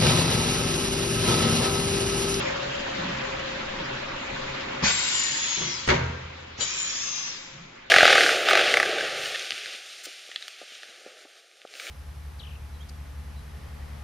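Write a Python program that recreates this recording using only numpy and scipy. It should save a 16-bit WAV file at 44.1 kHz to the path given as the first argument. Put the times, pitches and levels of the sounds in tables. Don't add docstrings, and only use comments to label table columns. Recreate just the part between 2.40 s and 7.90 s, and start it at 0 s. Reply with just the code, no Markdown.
import sys
import numpy as np
from scipy import signal
from scipy.fft import rfft, irfft
from scipy.io import wavfile

SR = 44100
rng = np.random.default_rng(int(sys.argv[2]) if len(sys.argv) > 2 else 0)


def wrap_up_sound(samples):
    columns = np.atleast_2d(samples).T
    tamed = np.clip(columns, -1, 1)
    steps = np.round(tamed * 32767).astype(np.int16)
    wavfile.write(sys.argv[1], SR, steps)


N = 242550
TIME = np.arange(N) / SR
FREQ = np.maximum(np.arange(N // 2 + 1) * SR / N, 1e-3)
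FILL_END_S, ROOM_T60_S, MIC_LAG_S = 2.42, 1, .00061


# (frequency [Hz], level [dB])
DOWN_HISS = [(60, -22), (200, -28.5), (300, -20.5), (480, -20), (900, -1), (1600, -2), (2100, 2),
             (2800, 3.5), (3400, 4), (4600, 1.8), (6000, 1), (7500, -2)]
UP_HISS = [(60, -18.5), (200, -13), (450, -19.5), (900, -4.5), (1800, -3), (2500, 3.5), (2900, 2),
           (3400, 3), (4000, 2), (4400, -1.5), (5300, -0.5), (6500, 0.5), (7500, -2.5)]
# (valve opens [s], rise time [s], braking starts [s], at rest [s],
# level [dB], fade as pressure sinks [dB/s], extra fade in braking [dB/s], dive in braking [Hz/s])
STROKES = [(2.42, .018, 3.228, 3.49, -23, 5, 25, 10070), (4.172, 0.03, 4.874, 5.3, -28, 6, 53, 12970)]
# (stroke [0 down, 1 up], start [s], end [s], first pitch [Hz], settled pitch [Hz], settling
# time [s], level against hiss [dB], lower tone against upper [dB], lower starts [s], lower ends [s])
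WHISTLES = [(0, 2.435, 3.345, 7700, 3000, 2.75, -6, -8.5, 2.435, 2.8),
            (1, 4.19, 4.3, 7300, 5920, 0.17, -6.5, -24, 5.8, 3.1),
            (1, 4.32, 4.93, 7550, 5787, .31, -5.5, -1.5, 4.475, 5.3)]
def exhaust(stroke, colour, flutter_db, width_hz, blur_db):
    opens, rise_s, brakes, rests, db, sag, fade, dive = STROKES[stroke]
    ease_s, lower_fade_db_per_s, lift_db_per_s = .018, 6.5, 21.5
    braking_s = ease_s * np.logaddexp(0, (TIME - brakes) / ease_s)
    flow = envelope(opens, rests, rise_s, stop_db_per_s=450)
    flow *= from_db(db - sag * since(opens) - fade * braking_s)
    lift_db = lift_db_per_s * np.minimum(braking_s, .1)
    out = jet(flow, colour, flutter_db)
    for owner, start, end, first_hz, settled_hz, settle_s, level_db, lower_db, joins, leaves in WHISTLES:
        if round(owner) == stroke:
            hz = settled_hz + (first_hz - settled_hz) * np.exp(-since(start) / settle_s)
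            hz = np.maximum(hz - dive * braking_s, settled_hz / 2)
            gain = flow * from_db(level_db + lift_db) * envelope(start, end, .018, 165)
            lower = from_db(lower_db - lower_fade_db_per_s * since(joins))
            lower *= envelope(joins, leaves, .018, 165)
            out += gain * whistle(hz, lower, width_hz, blur_db)
    return out


def whistle(hz, lower_gain, width_hz, blur_db, lower_ratio=.83):
    phase = 2 * np.pi * np.cumsum(hz) / SR
    blur = np.clip(from_db(blur_db) * (hz.max() / hz - 1), 0, 1)
    def wander():
        return np.sqrt(1 - blur) * drift(width_hz) + np.sqrt(blur) * drift(5 * width_hz)
    def tone(angle):
        return wander() * np.cos(angle) + wander() * np.sin(angle)
    outlet_hz, outlet_width_hz, swell_db = 7110, 140, 5
    swell = from_db(swell_db / (1 + ((hz - outlet_hz) / outlet_width_hz) ** 2))
    return swell * tone(phase) + lower_gain * tone(lower_ratio * phase)


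# (start [s], end [s], level [dB])
BLASTS = [(2.435, 2.494, -15), (4.198, 4.222, -21.5)]
# (frequency [Hz], level [dB])
DOWN_BLAST = [(60, -1), (220, -6), (330, 0), (700, -1.5), (1100, 1.5), (1500, 0.5), (2300, 8), (3200, 5),
              (3900, 0.5), (4900, 1), (5600, 0), (6300, 3), (7500, 1)]
UP_BLAST = [(200, -3), (600, 1), (1200, -3.5), (2500, 0), (3300, 5.5), (3800, 12), (4400, -1.5),
            (5800, -12.5), (7100, 3), (7500, 0.5)]
def valve_blasts():
    out = 0
    for (start, end, db), colour in zip(BLASTS, (DOWN_BLAST, UP_BLAST)):
        flow = from_db(db) * envelope(start, end, attack_s=.011, stop_db_per_s=476)
        out += jet(flow, colour, flutter_db=1.5)
    return out


def air_line_thump(start_s=2.436, hz=203, t60=.055, db=-14.5):
    age = since(start_s)
    return from_db(db - 60 * np.minimum(age / t60, 5)) * np.sin(2 * np.pi * hz * age)


# (time [s], clank level [dB], thud level [dB], ring level [dB])
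BLOWS = [(2.425, -29, -26.5, -59), (2.437, -34, -22.5, -47.5), (3.177, -35, -59, -46),
         (3.216, -34.5, -35, -44.5), (3.237, -42, -38.5, -54), (3.476, -25.5, -26, -57),
         (3.488, -15, -31, -30), (3.502, -16, -22.5, -28), (3.523, -28.5, -25, -31), (3.54, -24, -29, -44),
         (3.563, -30.5, -34, -47), (3.593, -35.5, -34.5, -45), (4.188, -45, -36.5, -54)]
# (frequency [Hz], level [dB])
CLANK = [(150, -16), (300, -7), (380, 4.5), (540, 4), (750, -2.5), (1000, 0.5), (1500, 1.5), (2300, 0),
         (3000, -6), (4200, -6.5), (5200, -14), (6200, -11), (8000, -25)]
CRACK = [(500, -19), (1100, -10), (2400, 8.5), (3200, -0.5), (4300, -9), (7500, -17)]
THUD = [(30, -30), (70, 3), (130, -9.5), (215, 1.5), (295, -28.5), (380, -19), (550, -16), (900, -5),
        (3000, -40.5)]
def clunks():
    times, clank_db, thud_db, ring_db = np.transpose(BLOWS)
    hits = [round(time * SR) for time in times]
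    clank = struck_noise(hits, clank_db, CLANK, t60=.14, tail_db=-13.5, tail_hz=3500)
    crack = struck_noise(hits, clank_db - 3, CRACK, t60=.036, tail_db=-26, tail_hz=3000)
    thud = struck_noise(hits, thud_db, THUD, t60=.15, tail_db=-19.5, tail_hz=600)
    return crack + clank + thud + frame_ring(hits, ring_db)


def struck_noise(hits, levels_db, colour, t60, tail_db, tail_hz):
    gain = from_db(curve(colour))
    near, far = stereo_noise(gain), stereo_noise(gain / np.hypot(1, FREQ / tail_hz))
    near_power, far_power = np.zeros((2, N))
    quick, slow = decay(t60) ** 2, decay(ROOM_T60_S) ** 2
    for at, db in zip(hits, levels_db):
        near_power[at:] += from_db(db) ** 2 * quick[:N - at]
        far_power[at:] += from_db(db + tail_db) ** 2 * slow[:N - at]
    return near * np.sqrt(near_power) + far * np.sqrt(far_power)


# (pitch [Hz], level [dB], time to fade by 60 dB [s])
FRAME_NOTES = [(81.7, -5, 1.6), (85, -14.5, 1.1), (128, 1, .9), (137.7, -9.5, 0.82), (162, -6, 0.96),
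               (200, -2, 0.26), (243.8, -6.5, 0.62), (373.6, 4.5, 0.16), (393, -25, 0.29),
               (490, -13.5, 1.6), (542, -5.5, 0.3), (585, -4.5, 0.31), (657, -11, 0.93), (938, -10, 0.91),
               (1250, -15.5, 0.74), (1385, -17, 1.5), (1500, -2, 0.24), (1580, -10, 0.92),
               (1896, -19.5, 0.91), (2185, 0, 0.25)]
def frame_ring(hits, levels_db, waver_db=4):
    out = np.zeros((2, N))
    for hz, db, t60 in FRAME_NOTES:
        kicks = np.zeros(N)
        kicks[hits] = from_db(levels_db + db) ** 2
        kept_per_sample = from_db(-120 / (t60 * SR))
        energy = signal.lfilter([1], [1, -kept_per_sample], kicks + 1e-18)
        alike = np.interp(hz, *np.transpose(LIKENESS))
        phase_gap = np.arccos(alike) * rng.choice([-1, 1])
        swing = np.sin(2 * np.pi * (hz * TIME + rng.random()) + np.array([[0], [phase_gap]]))
        out += np.sqrt(energy) * from_db(waver_db * drift(20)) * swing
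    return out


# (frequency [Hz], level [dB])
RUSH = [(25, -13.5), (45, -1), (90, -3.5), (140, -3), (180, -1), (260, 1), (320, -2.5), (400, 1),
        (465, -6.5), (620, -2), (760, -3), (900, -1), (1250, -1.5), (2500, -2), (3800, -7), (5000, -14),
        (7500, -21.5)]
# (pitch [Hz], width [Hz], level against the rush [dB])
HUMS = [(135, 4.7, -16.5), (536.7, 16, -11.5), (690, 26, -17)]
def machinery(flutter_db=.22, churn_db=1.6, bands=14):
    spectrum = rfft(stereo_noise(from_db(curve(RUSH))))
    band = np.digitize(FREQ, np.geomspace(200, 6000, bands - 1))
    rush = sum(irfft(spectrum * (band == k), N) * from_db(churn_db * drift(14.2)) for k in range(bands))
    hums = noisy_notes(HUMS)
    return machinery_level() * (rms_one(rush) * from_db(flutter_db * drift(40)) + hums)


def machinery_level(steady_db=-33, settle_s=.29, drop_s=.11, run_down_db_per_s=3):
    settling_db = 4.5 * np.exp(-TIME / settle_s)
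    surge_db = 1.95 * np.exp(-((TIME - .69) / .26) ** 2)
    idle_s = since(FILL_END_S)
    drop_db = 5.5 * np.minimum(idle_s / drop_s, 1) + run_down_db_per_s * idle_s
    return from_db(steady_db + settling_db + surge_db - drop_db)


# (pitch [Hz], width [Hz], level [dB])
PUMP_NOTES = [(71.8, 7, -12.5), (533, 12, 0), (573, 16, -1)]
def pump(db=-38, sag_db_per_s=4.5, stop_db_per_s=168, throb_db=1.5):
    level_db = db - sag_db_per_s * TIME - stop_db_per_s * since(FILL_END_S)
    return from_db(level_db + throb_db * drift(30)) * noisy_notes(PUMP_NOTES)


# (time [s], length [s], pitch
# [Hz], level [dB])
RUMBLES = [(0.574, 0.35, 182, -37.5), (1.287, 0.33, 165, -44.5), (3.16, 0.22, 346, -43),
           (3.184, 0.19, 173, -47), (5.112, 0.25, 163, -50.5)]
def low_rumbles(width_hz=36):
    out = 0
    for start, length, hz, db in RUMBLES:
        swell = np.sin(np.pi * np.clip((TIME - start) / length, 0, 1) ** .55)
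        out += from_db(db) * swell * stereo_noise(resonance(hz, width_hz))
    return out


# (frequency [Hz], level [dB])
FAINT_HISS = [(1500, -17.5), (4500, -0.5), (7500, -2.5)]
def faint_hiss(db=-42.5, fade_db_per_s=18):
    return jet(from_db(db - fade_db_per_s * TIME), FAINT_HISS, flutter_db=3.5)


# (start [s], end [s], level [dB])
HAND_MOVES = [(0, 1.095, -54), (1.047, 2.048, -48), (3.9, 5.305, -62)]
def hand_rumble():
    level = sum(from_db(db) * envelope(start, end, .2, 55) for start, end, db in HAND_MOVES)
    return level * stereo_noise(resonance(hz=15, width_hz=11))


def thin_high_chirp():
    level = from_db(-40) * envelope(3.468, 3.488, attack_s=.01, stop_db_per_s=1500)
    return level * stereo_noise(resonance(hz=8250, width_hz=110)) * [[1], [0]]


def workshop(x, early_t60=.049, direct_db=-5, tail_db=-6.5, places=30):
    direct = np.array([x, np.interp(TIME - MIC_LAG_S, TIME, x)])
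    tail = rms_one(stereo_noise(1) * decay(ROOM_T60_S)) / np.sqrt(N)
    room = signal.fftconvolve(x[None], tail[:, :int(SR * np.sqrt(2))], axes=-1)[:, :N]
    out = from_db(direct_db) * direct + from_db(tail_db) * room
    echoes, size = stereo_noise(1), N // places
    for place in range(places):
        early = echoes[:, place * size:(place + 1) * size] * decay(early_t60)[:size]
        early = rms_one(early) / np.sqrt(size)
        near = np.arange(max(place - 1, 0) * size, (place + 1) * size)
        here = x[near] * np.cos(np.pi / 2 * (near / size - place))
        heard = signal.fftconvolve(here[None], early, axes=-1)[:, :N - near[0]]
        out[:, near[0]:near[0] + heard.shape[1]] += heard
    return out / np.sqrt(1 + from_db(direct_db) ** 2 + from_db(tail_db) ** 2)


# (frequency [Hz], likeness [1 same, -1 opposite])
LIKENESS = [(100, 1), (200, 1), (310, 0.93), (430, 0.21), (520, -0.4), (700, -0.63), (850, 0.091),
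            (1100, 0.46), (1500, 0.18), (2400, -0.037), (8000, .09)]
def stereo_noise(gain, ripple=.067):
    mid, side = rfft(rng.standard_normal((2, N)))
    alike = curve(LIKENESS)
    alike = np.clip(alike + ripple * (1 - alike) * np.cos(2 * np.pi * FREQ * MIC_LAG_S), -1, 1)
    pair = np.sqrt(1 + alike) * mid + np.sqrt(1 - alike) * side * [[1], [-1]]
    return rms_one(irfft(pair * gain * FREQ / np.hypot(FREQ, 20), N))


def jet(flow, colour, flutter_db):
    hiss = rms_one(irfft(rfft(rng.standard_normal(N)) * from_db(curve(colour)), N))
    return flow * hiss * from_db(flutter_db * drift(37))


def noisy_notes(notes):
    return sum(from_db(db) * stereo_noise(resonance(hz, width)) for hz, width, db in notes)


def resonance(hz, width_hz):
    return 1 / (1 + ((FREQ - hz) / width_hz) ** 2)


def curve(points):
    hz, value = np.transpose(points)
    return np.interp(np.log(FREQ), np.log(hz), value)


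def drift(rate_hz):
    return rms_one(irfft(rfft(rng.standard_normal(N)) / (1 + (FREQ / rate_hz) ** 2), N))


def envelope(start, end, attack_s, stop_db_per_s):
    rise = np.minimum(since(start) / attack_s, 1)
    return rise * from_db(-np.minimum(stop_db_per_s * since(end), 200))


def decay(t60):
    return from_db(-60 * np.minimum(TIME / t60, 5))


def since(start):
    return np.maximum(TIME - start, 0)


def from_db(db):
    return 10 ** (np.asarray(db) / 20)


def rms_one(x):
    return x / np.sqrt(np.mean(x ** 2) + 1e-20)


def low_pass(x, top_hz):
    return signal.sosfilt(signal.ellip(14, .2, 80, top_hz, fs=SR, output="sos"), x)


# (frequency [Hz], left minus right [dB])
LEFT_LEAN = [(300, -0.5), (530, 3), (1500, -0.5), (2700, -0.7), (4700, 4), (8000, 5)]
def scene():
    down = exhaust(0, DOWN_HISS, flutter_db=.5, width_hz=100, blur_db=.5)
    up = exhaust(1, UP_HISS, flutter_db=1, width_hz=200, blur_db=-3)
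    air = workshop(down + up + valve_blasts() + faint_hiss())
    knocks = air_line_thump() + clunks()
    background = machinery() + pump() + low_rumbles() + hand_rumble()
    lean = from_db(curve(LEFT_LEAN) / 2 * [[1], [-1]])
    return irfft(rfft(air + knocks + background) * lean, N)


def record(dry, ceiling=.65):
    rounded = ceiling * np.tanh(dry / ceiling)
    return low_pass(low_pass(rounded, top_hz=7530) + thin_high_chirp(), top_hz=8700)


dry = scene()
out = record(dry)
wrap_up_sound(out)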